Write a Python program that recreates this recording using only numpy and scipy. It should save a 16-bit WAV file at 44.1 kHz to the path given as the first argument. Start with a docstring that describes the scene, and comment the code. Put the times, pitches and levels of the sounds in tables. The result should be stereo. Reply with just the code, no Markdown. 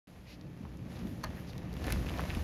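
"""A low rumble and drumming of tyres comes first: a racing car rolls slowly, engine off, over gritty
asphalt towards a low pair of microphones. The rough surface shakes the tyres and bumps thump them.
Grit crunches and sand hisses under the tread, rubber scuffs, single stones crack, and one is squeezed
out and knocks against the car. It all grows as the front wheel comes near."""
import sys
import numpy as np
from scipy import signal
from scipy.fft import rfft, irfft
from scipy.io import wavfile
from scipy.ndimage import uniform_filter1d

SR = 44100
rng = np.random.default_rng(int(sys.argv[2]) if len(sys.argv) > 2 else 0)


def store_pcm(level_fs):
    """Save levels as 16-bit WAV."""
    pcm = np.round(np.clip(level_fs, -1, 1) * 32767).astype(np.int16)
    wavfile.write(sys.argv[1], SR, np.atleast_2d(pcm).T)


N = 107515
TIME = np.arange(N) / SR
FREQS = np.maximum(np.fft.rfftfreq(N, 1 / SR), 1)

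# Fader rides, ahead of each layer's trim: t/s, level/dB
RUMBLE_RIDE = [(.08, -65), (.16, -51.5), (.22, -55), (.45, -55.5), (.58, -53), (.65, -51), (.72, -47),
               (.96, -51.5), (1.04, -45), (1.15, -55), (1.28, -43), (1.36, -49), (1.52, -49.5), (1.78, -42),
               (1.87, -37), (1.97, -31), (2.06, -39.5), (2.32, -39), (2.40, -33), (2.44, -45)]  # deep tyre rumble
DRUM_RIDE = [(.08, -55), (.33, -53), (.48, -44), (.55, -49), (.62, -45.5), (.74, -48), (.85, -42),
             (.97, -45), (1.05, -38.5), (1.2, -43), (1.5, -45), (1.58, -41), (1.8, -43), (1.98, -37.5),
             (2.1, -40), (2.32, -42.5), (2.44, -43)]  # casing and body panels
CRUNCH_RIDE = [(.07, -61.5), (.5, -60), (.65, -57.5), (.8, -59.5), (.97, -50.5), (1.18, -58.5),
               (1.28, -50.5), (1.45, -53.5), (1.7, -52), (1.8, -50), (1.88, -39.5), (1.97, -46),
               (2.05, -47), (2.2, -41), (2.26, -45.5), (2.33, -42.5), (2.44, -49.5)]  # grit being crushed
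SAND_RIDE = [(.07, -66), (.22, -67.5), (.45, -71.5), (.6, -68.5), (.86, -68.5), (.92, -60), (1.03, -63.5),
             (1.08, -61.5), (1.2, -62.5), (1.31, -64), (1.39, -62.5), (1.45, -62.5), (1.69, -67.5),
             (1.8, -58), (1.9, -50), (2.05, -55.5), (2.34, -53), (2.44, -52.5)]  # fine sand under the tread
# Tone of the same four layers: f/Hz, relative level/dB
RUMBLE_EQ = [(20, -63), (31, 5.5), (42, -22), (52, 0), (61, 4), (74, -2), (88, 0), (110, -19.5), (170, -33),
             (400, -104)]
DRUM_EQ = [(50, -42), (95, 0.5), (130, 4.5), (160, -1.5), (240, -3), (310, -4), (390, -13), (520, -18.5),
           (1000, -32), (3000, -103)]
CRUNCH_EQ = [(200, -5), (480, 3.5), (700, 1), (1000, -3.5), (1450, -7), (1850, -10), (2700, -7.5),
             (3600, -13), (4600, -19), (6000, -22), (9000, -30.5), (16000, -33)]
SAND_EQ = [(1000, 1), (2500, -0.5), (4500, -4), (5600, -6.5), (7500, -2.5), (10000, -5.5), (13000, -7),
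           (16000, -23)]
# A tyre thumps over a bump: t/s, level/dB, f/Hz
THUMP_CUES = [(.474, -46, 163), (0.606, -41, 231), (.625, -40, 82), (0.818, -44, 99), (1.003, -43, 175),
              (1.051, -35.5, 237), (1.272, -40.5, 71.3), (1.549, -48, 85), (1.677, -38, 162),
              (1.867, -35, 274), (1.935, -34.5, 86.5), (1.986, -38, 129), (2.005, -38.5, 152),
              (2.226, -34.5, 154), (2.368, -30.5, 219), (2.380, -36, 69.4)]
# Rubber scuffs on grit or sand: midpoint t/s, length/s, rub level/dB, f/Hz, hiss level/dB
SCUFF_CUES = [(0.307, 0.13, -59, 2440, -70), (0.316, .11, -60, 4400, -63),
              (0.964, 0.033, -58.5, 3700, -71.5), (1.097, .11, -68, 12500, -80),
              (1.383, 0.065, -58, 1610, -82), (1.39, .11, -64.5, 12600, -81),
              (1.493, 0.058, -57, 4200, -62)]
# Resonances of the wheel and its arch: f/Hz, width/Hz, level/dB
ARCH_MODES = [(513, 16, -9), (790, 7.3, -29), (1210, 11, -5), (1752, 40, 0), (1888, 9.6, 4.5),
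              (2270, 13, -9), (2680, 16, -1.5), (2940, 20, -11)]
# A squeezed-out stone hits the car: t/s, level/dB, tick level/dB
KNOCK_CUES = [(1.2335, -14.5, -66), (1.2362, -12, -41), (1.2395, 0, -31), (1.2444, -1.5, -27.5)]
# Ring of the struck panel: f/Hz, level/dB, t60/s
PANEL_MODES = [(620, -39.5, 0.04), (815, -36, 0.068), (1041, -36.5, 0.059), (1250, -43.5, 0.081),
               (1696, -45, 0.066), (1843, -49, .04), (2068, -41.5, .037), (2220, -50, .04),
               (2620, -52, .03), (4260, -39, 0.014), (4510, -33.5, 0.011), (5840, -39.5, 0.0086)]
# Stones crack under the tread: t/s, pop level/dB, f/Hz, Q, tick level/dB
CRACK_CUES = [(.412, -44, 3670, 0.99, -72), (0.6523, -38, 920, 2.1, -74), (.7722, -50, 6500, 1, -58),
              (0.9922, -43, 3800, .8, -53), (1.0716, -42.5, 3200, 0.7, -54), (1.5331, -42, 2200, 0.97, -52),
              (1.5803, -39, 3800, 0.42, -52), (1.7297, -43.5, 3400, 0.58, -50),
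              (1.7398, -43.5, 4200, 0.7, -52), (1.7677, -39, 2780, 1.4, -47),
              (1.8425, -29, 1900, 0.87, -46), (1.8681, -35, 1500, 0.72, -34.5), (1.9035, -26, 1250, 1, -38),
              (1.907, -32, 2090, 1.5, -38), (1.9234, -23, 2270, 0.65, -24),
              (1.9262, -31.5, 2600, 0.35, -36), (1.957, -38, 2250, 2.5, -53),
              (2.0674, -33.5, 2310, 1.2, -53), (2.0886, -31.5, 2040, 1.1, -48),
              (2.0956, -33.5, 2600, 1.1, -43), (2.1392, -35.5, 2210, 1, -52), (2.1755, -41, 2600, .9, -48),
              (2.1941, -20.5, 910, 1.56, -55), (2.2073, -37, 2200, 0.71, -36.5),
              (2.2989, -32, 2500, 1.2, -54), (2.304, -30, 2050, 0.87, -51),
              (2.3498, -33.5, 2190, 0.89, -42)]
# How alike left and right are: f/Hz, likeness from 0 to 1
STEREO_LIKENESS = [(60, .975), (300, .95), (700, .78), (1400, .62), (1900, .88), (3500, .7), (5500, .75),
                   (8200, .95), (10000, .78), (12000, .87), (15000, .78)]
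# Phase of left against right, which places the sound off-centre and widens it: f/Hz, phase/rad
STEREO_PHASE = [(20, 0), (300, .15), (1300, .6), (1900, .25), (3300, 1.4), (4700, .3), (6400, -1.0),
                (7700, -2.9), (8800, -3.3), (11200, -6.0), (12900, -6.5), (14800, -9.2)]
# Level of left against right: f/Hz, level/dB
STEREO_BALANCE = [(100, 0), (300, -.4), (600, 1.5), (1100, 2), (1800, .5), (3000, 1.8), (4200, 3),
                  (6000, 2), (8000, .7), (15000, .7)]

RUMBLE_TRIM_DB, DRUM_TRIM_DB, CAVITY_TRIM_DB, THUMP_TRIM_DB = 0, -2, -6, 2.5
CRUNCH_TRIM_DB, SAND_TRIM_DB, POP_TRIM_DB, TICK_TRIM_DB = -0.78, 1.27, 1.5, 8
GRAINY_FAR, GRAINY_NEAR, NEAR_DB = 0.42, 0.84, -46.5  # grains' share of the crunch tops out at NEAR_DB
SNAP_AT_S, SNAP_SHARE = 0.004, 0.5
CRACK_RISE_S = 0.00065  # a brief noise fade-in softens each crack's attack


def from_db(db):
    """Decibels to gain."""
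    return 10 ** (np.asarray(db) / 20)


def rms_one(x):
    """Scale to rms 1."""
    return x / np.sqrt(np.mean(x ** 2) + 1e-20)


def fader(ride):
    """Gain over time from t/s, level/dB points."""
    return from_db(np.interp(TIME, *np.transpose(ride)))


def across_hz(points):
    """Draw a curve through f/Hz, value points on a log frequency axis."""
    hz, value = np.transpose(points)
    return np.interp(np.log(FREQS), np.log(hz), value)


def equalise(x, eq):
    """Shape a signal with an EQ curve; rms 1."""
    return rms_one(irfft(rfft(x) * from_db(across_hz(eq)), N))


def resonate(x, hz, width_hz):
    """One resonance, unity gain at its peak."""
    r = np.exp(-np.pi * width_hz / SR)
    feedback = [1, -2 * r * np.cos(2 * np.pi * hz / SR), r * r]
    return signal.lfilter(np.array([1, 0, -1]) * (1 - r * r) / 2, feedback, x + 1e-18)


def band(x, hz, q):
    """Two equal resonances in series; rms 1."""
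    return rms_one(resonate(resonate(x, hz, hz / q), hz, hz / q))


def spread(pair):
    """Mid and side become a partly alike left and right."""
    alike = np.clip(across_hz(STEREO_LIKENESS), 0, .999)
    mid, side = rfft(pair)
    return irfft(np.sqrt((1 + alike) / 2) * mid + np.sqrt((1 - alike) / 2) * side * [[1], [-1]], N)


def steady(x, window_s):
    """Hold the slow level of a noise at 1."""
    return x / np.sqrt(uniform_filter1d(np.mean(x ** 2, axis=0), int(window_s * SR)) + 1e-12)


def add(track, s, x):
    """Mix a short sound in at time s."""
    start = int(s * SR)
    track[..., start:start + x.shape[-1]] += x[..., :N - start]


def yard(x, t60_s=0.14, send_db=-12.5, top_hz=3500):
    """Short dull reflections from the car and the walls, different on each side."""
    age = np.arange(SR // 3) / SR
    tail = rng.standard_normal((2, len(age))) * from_db(-60 * age / t60_s)
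    tail = signal.sosfilt(signal.butter(2, top_hz, fs=SR, output="sos"), tail)
    tail /= np.sqrt(np.sum(tail ** 2) / 2)
    return from_db(send_db) * signal.fftconvolve(x, tail, axes=1)[:, :N]


def tyres():
    """The rough road shakes the tyres: deep rumble, drumming casing and the ring of the air inside."""
    road = rng.standard_normal((3, 2, N))
    rumble = steady(equalise(spread(road[0]), RUMBLE_EQ), window_s=0.087)
    casing = steady(equalise(spread(road[1]), DRUM_EQ), window_s=0.11)
    cavity = steady(resonate(spread(road[2]), hz=178.5, width_hz=7.4), window_s=0.12)
    drumming = from_db(DRUM_TRIM_DB) * casing + from_db(CAVITY_TRIM_DB) * cavity
    return from_db(RUMBLE_TRIM_DB) * fader(RUMBLE_RIDE) * rumble + fader(DRUM_RIDE) * drumming


def thumps(attack_cycles=0.83):
    """A bump pushes the soft tyre, which swings for a few cycles."""
    out, age = np.zeros(N), np.arange(SR // 5) / SR
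    for s, db, hz in THUMP_CUES:
        rise = age * hz / attack_cycles
        envelope = rise * np.exp(1 - rise)
        add(out, s, from_db(db + THUMP_TRIM_DB) * envelope * np.sin(2 * np.pi * hz * age))
    return out


def scuffs():
    """Short swells of rubber sliding on the road, each with a broad hiss."""
    out = np.zeros((2, N))
    for s, length_s, rub_db, hz, hiss_db in SCUFF_CUES:
        swell = np.cos(np.pi * np.clip((TIME - s) / length_s, -.5, .5))
        rub = band(rng.standard_normal((2, N)), hz, q=2)
        hiss = equalise(rng.standard_normal((2, N)), SAND_EQ)
        out += swell * (from_db(rub_db) * rub + from_db(hiss_db) * hiss)
    return spread(out)


def wheel_arch(x):
    """The wheel and its arch add their ring to what sounds under the tyre."""
    return x + sum(from_db(db) * resonate(x, hz, width_hz) for hz, width_hz, db in ARCH_MODES)


def grains(per_s, decay_s, spread_db, kinds=12, size=1024):
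    """A stereo cloud of tiny fractures of uneven strength, each a fast-dying noise burst."""
    strength = from_db(spread_db * np.minimum(rng.exponential(1, N), 5)) * rng.choice([-1, 1], N)
    clicks = strength * (rng.random(N) < per_s / SR)
    kind = rng.integers(0, kinds, N)
    bursts = rng.standard_normal((kinds, 2, size)) * np.exp(-np.arange(size) / SR / decay_s)
    cloud = sum(signal.oaconvolve([clicks * (kind == k)], bursts[k], axes=1) for k in range(kinds))
    return spread(cloud[:, :N])


def grit():
    """Grit crunches under the tread, a smooth rub from afar and grainier close by; fine sand hisses."""
    nearness = np.minimum(fader(CRUNCH_RIDE) / from_db(NEAR_DB), 1)
    grainy = GRAINY_FAR + (GRAINY_NEAR - GRAINY_FAR) * nearness
    rub = rms_one(spread(rng.standard_normal((2, N))))
    fractures = rms_one(grains(per_s=2000, decay_s=0.00066, spread_db=3.5))
    crunch = equalise(np.sqrt(1 - grainy) * rub + np.sqrt(grainy) * fractures, CRUNCH_EQ)
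    crunch = rms_one(wheel_arch(crunch))
    sand = equalise(grains(per_s=9000, decay_s=0.00016, spread_db=0.5), SAND_EQ)
    return (from_db(CRUNCH_TRIM_DB) * fader(CRUNCH_RIDE) * crunch
            + from_db(SAND_TRIM_DB) * fader(SAND_RIDE) * sand)


def crack(hz, decay_s, q, size=1024):
    """One clean snap in a burst of noise, heard through a stone's broad resonance; mid and side."""
    age = (np.arange(size) - int(SNAP_AT_S * SR)) / SR
    envelope = np.exp(np.minimum(age / CRACK_RISE_S, -age / decay_s))
    burst = band(rng.standard_normal((2, size)) * envelope, hz, q)
    snap = band(1. * (age == 0), hz, q)
    share = SNAP_SHARE * np.array([[1], [0]])  # the snap sits in the mid only
    gain = np.sqrt(decay_s * SR / 2 / size) / 2  # a longer decay carries more energy
    return gain * (np.sqrt(share) * snap + np.sqrt(1 - share) * burst)


def tick():
    """The sharp, bright edge on a crack or knock."""
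    return crack(hz=9000, decay_s=0.00052, q=0.73)


def flung_stone(thud_db=-27, click_db=-31.5):
    """A squeezed-out stone knocks several times in quick succession and sets a panel ringing."""
    out, age = np.zeros((2, N)), np.arange(SR // 4) / SR
    for s, db, tick_db in KNOCK_CUES:
        ring = np.zeros((2, len(age)))
        for hz, mode_db, t60_s in PANEL_MODES:
            polarity = rng.choice([-1, 1], (2, 1))
            ring += polarity * from_db(mode_db - 60 * age / t60_s) * np.sin(2 * np.pi * hz * age)
        thud = from_db(thud_db) * crack(hz=1110, decay_s=0.0024, q=0.85)
        click = from_db(click_db) * crack(hz=4600, decay_s=0.0016, q=0.95)
        add(out, s, from_db(db) * ring)
        add(out, s - SNAP_AT_S, from_db(db) * (thud + click) + from_db(tick_db) * tick())
    return spread(out)


def cracking_stones():
    """Larger stones crack under the tread, each with a pop at its own pitch and a sharp tick."""
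    out = np.zeros((2, N))
    for s, pop_db, hz, q, tick_db in CRACK_CUES:
        pop = from_db(pop_db + POP_TRIM_DB) * crack(hz, decay_s=0.0016, q=q)
        add(out, s - SNAP_AT_S, pop + from_db(tick_db + TICK_TRIM_DB) * tick())
    return spread(out)


def scene():
    """A dry bed of tyres and grit, with the stone hits on top echoing in the yard."""
    hits = wheel_arch(cracking_stones()) + flung_stone()
    return tyres() + thumps() + grit() + scuffs() + hits + yard(hits)


def record(dry, start_s=0.072, low_cut_hz=41.4, high_cut_hz=15900):
    """The image is widened and set off-centre; the sound cuts in, with sub-bass and top cut off."""
    sides = np.array([[.5], [-.5]])
    image = np.exp(1j * sides * across_hz(STEREO_PHASE)) * from_db(sides * across_hz(STEREO_BALANCE))
    heard = irfft(rfft(dry) * image, N) * (TIME > start_s)
    heard = signal.sosfilt(signal.butter(3, low_cut_hz, "high", fs=SR, output="sos"), heard)
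    return signal.sosfilt(signal.ellip(12, .1, 80, high_cut_hz, fs=SR, output="sos"), heard)


dry = scene()
out = record(dry)
store_pcm(out)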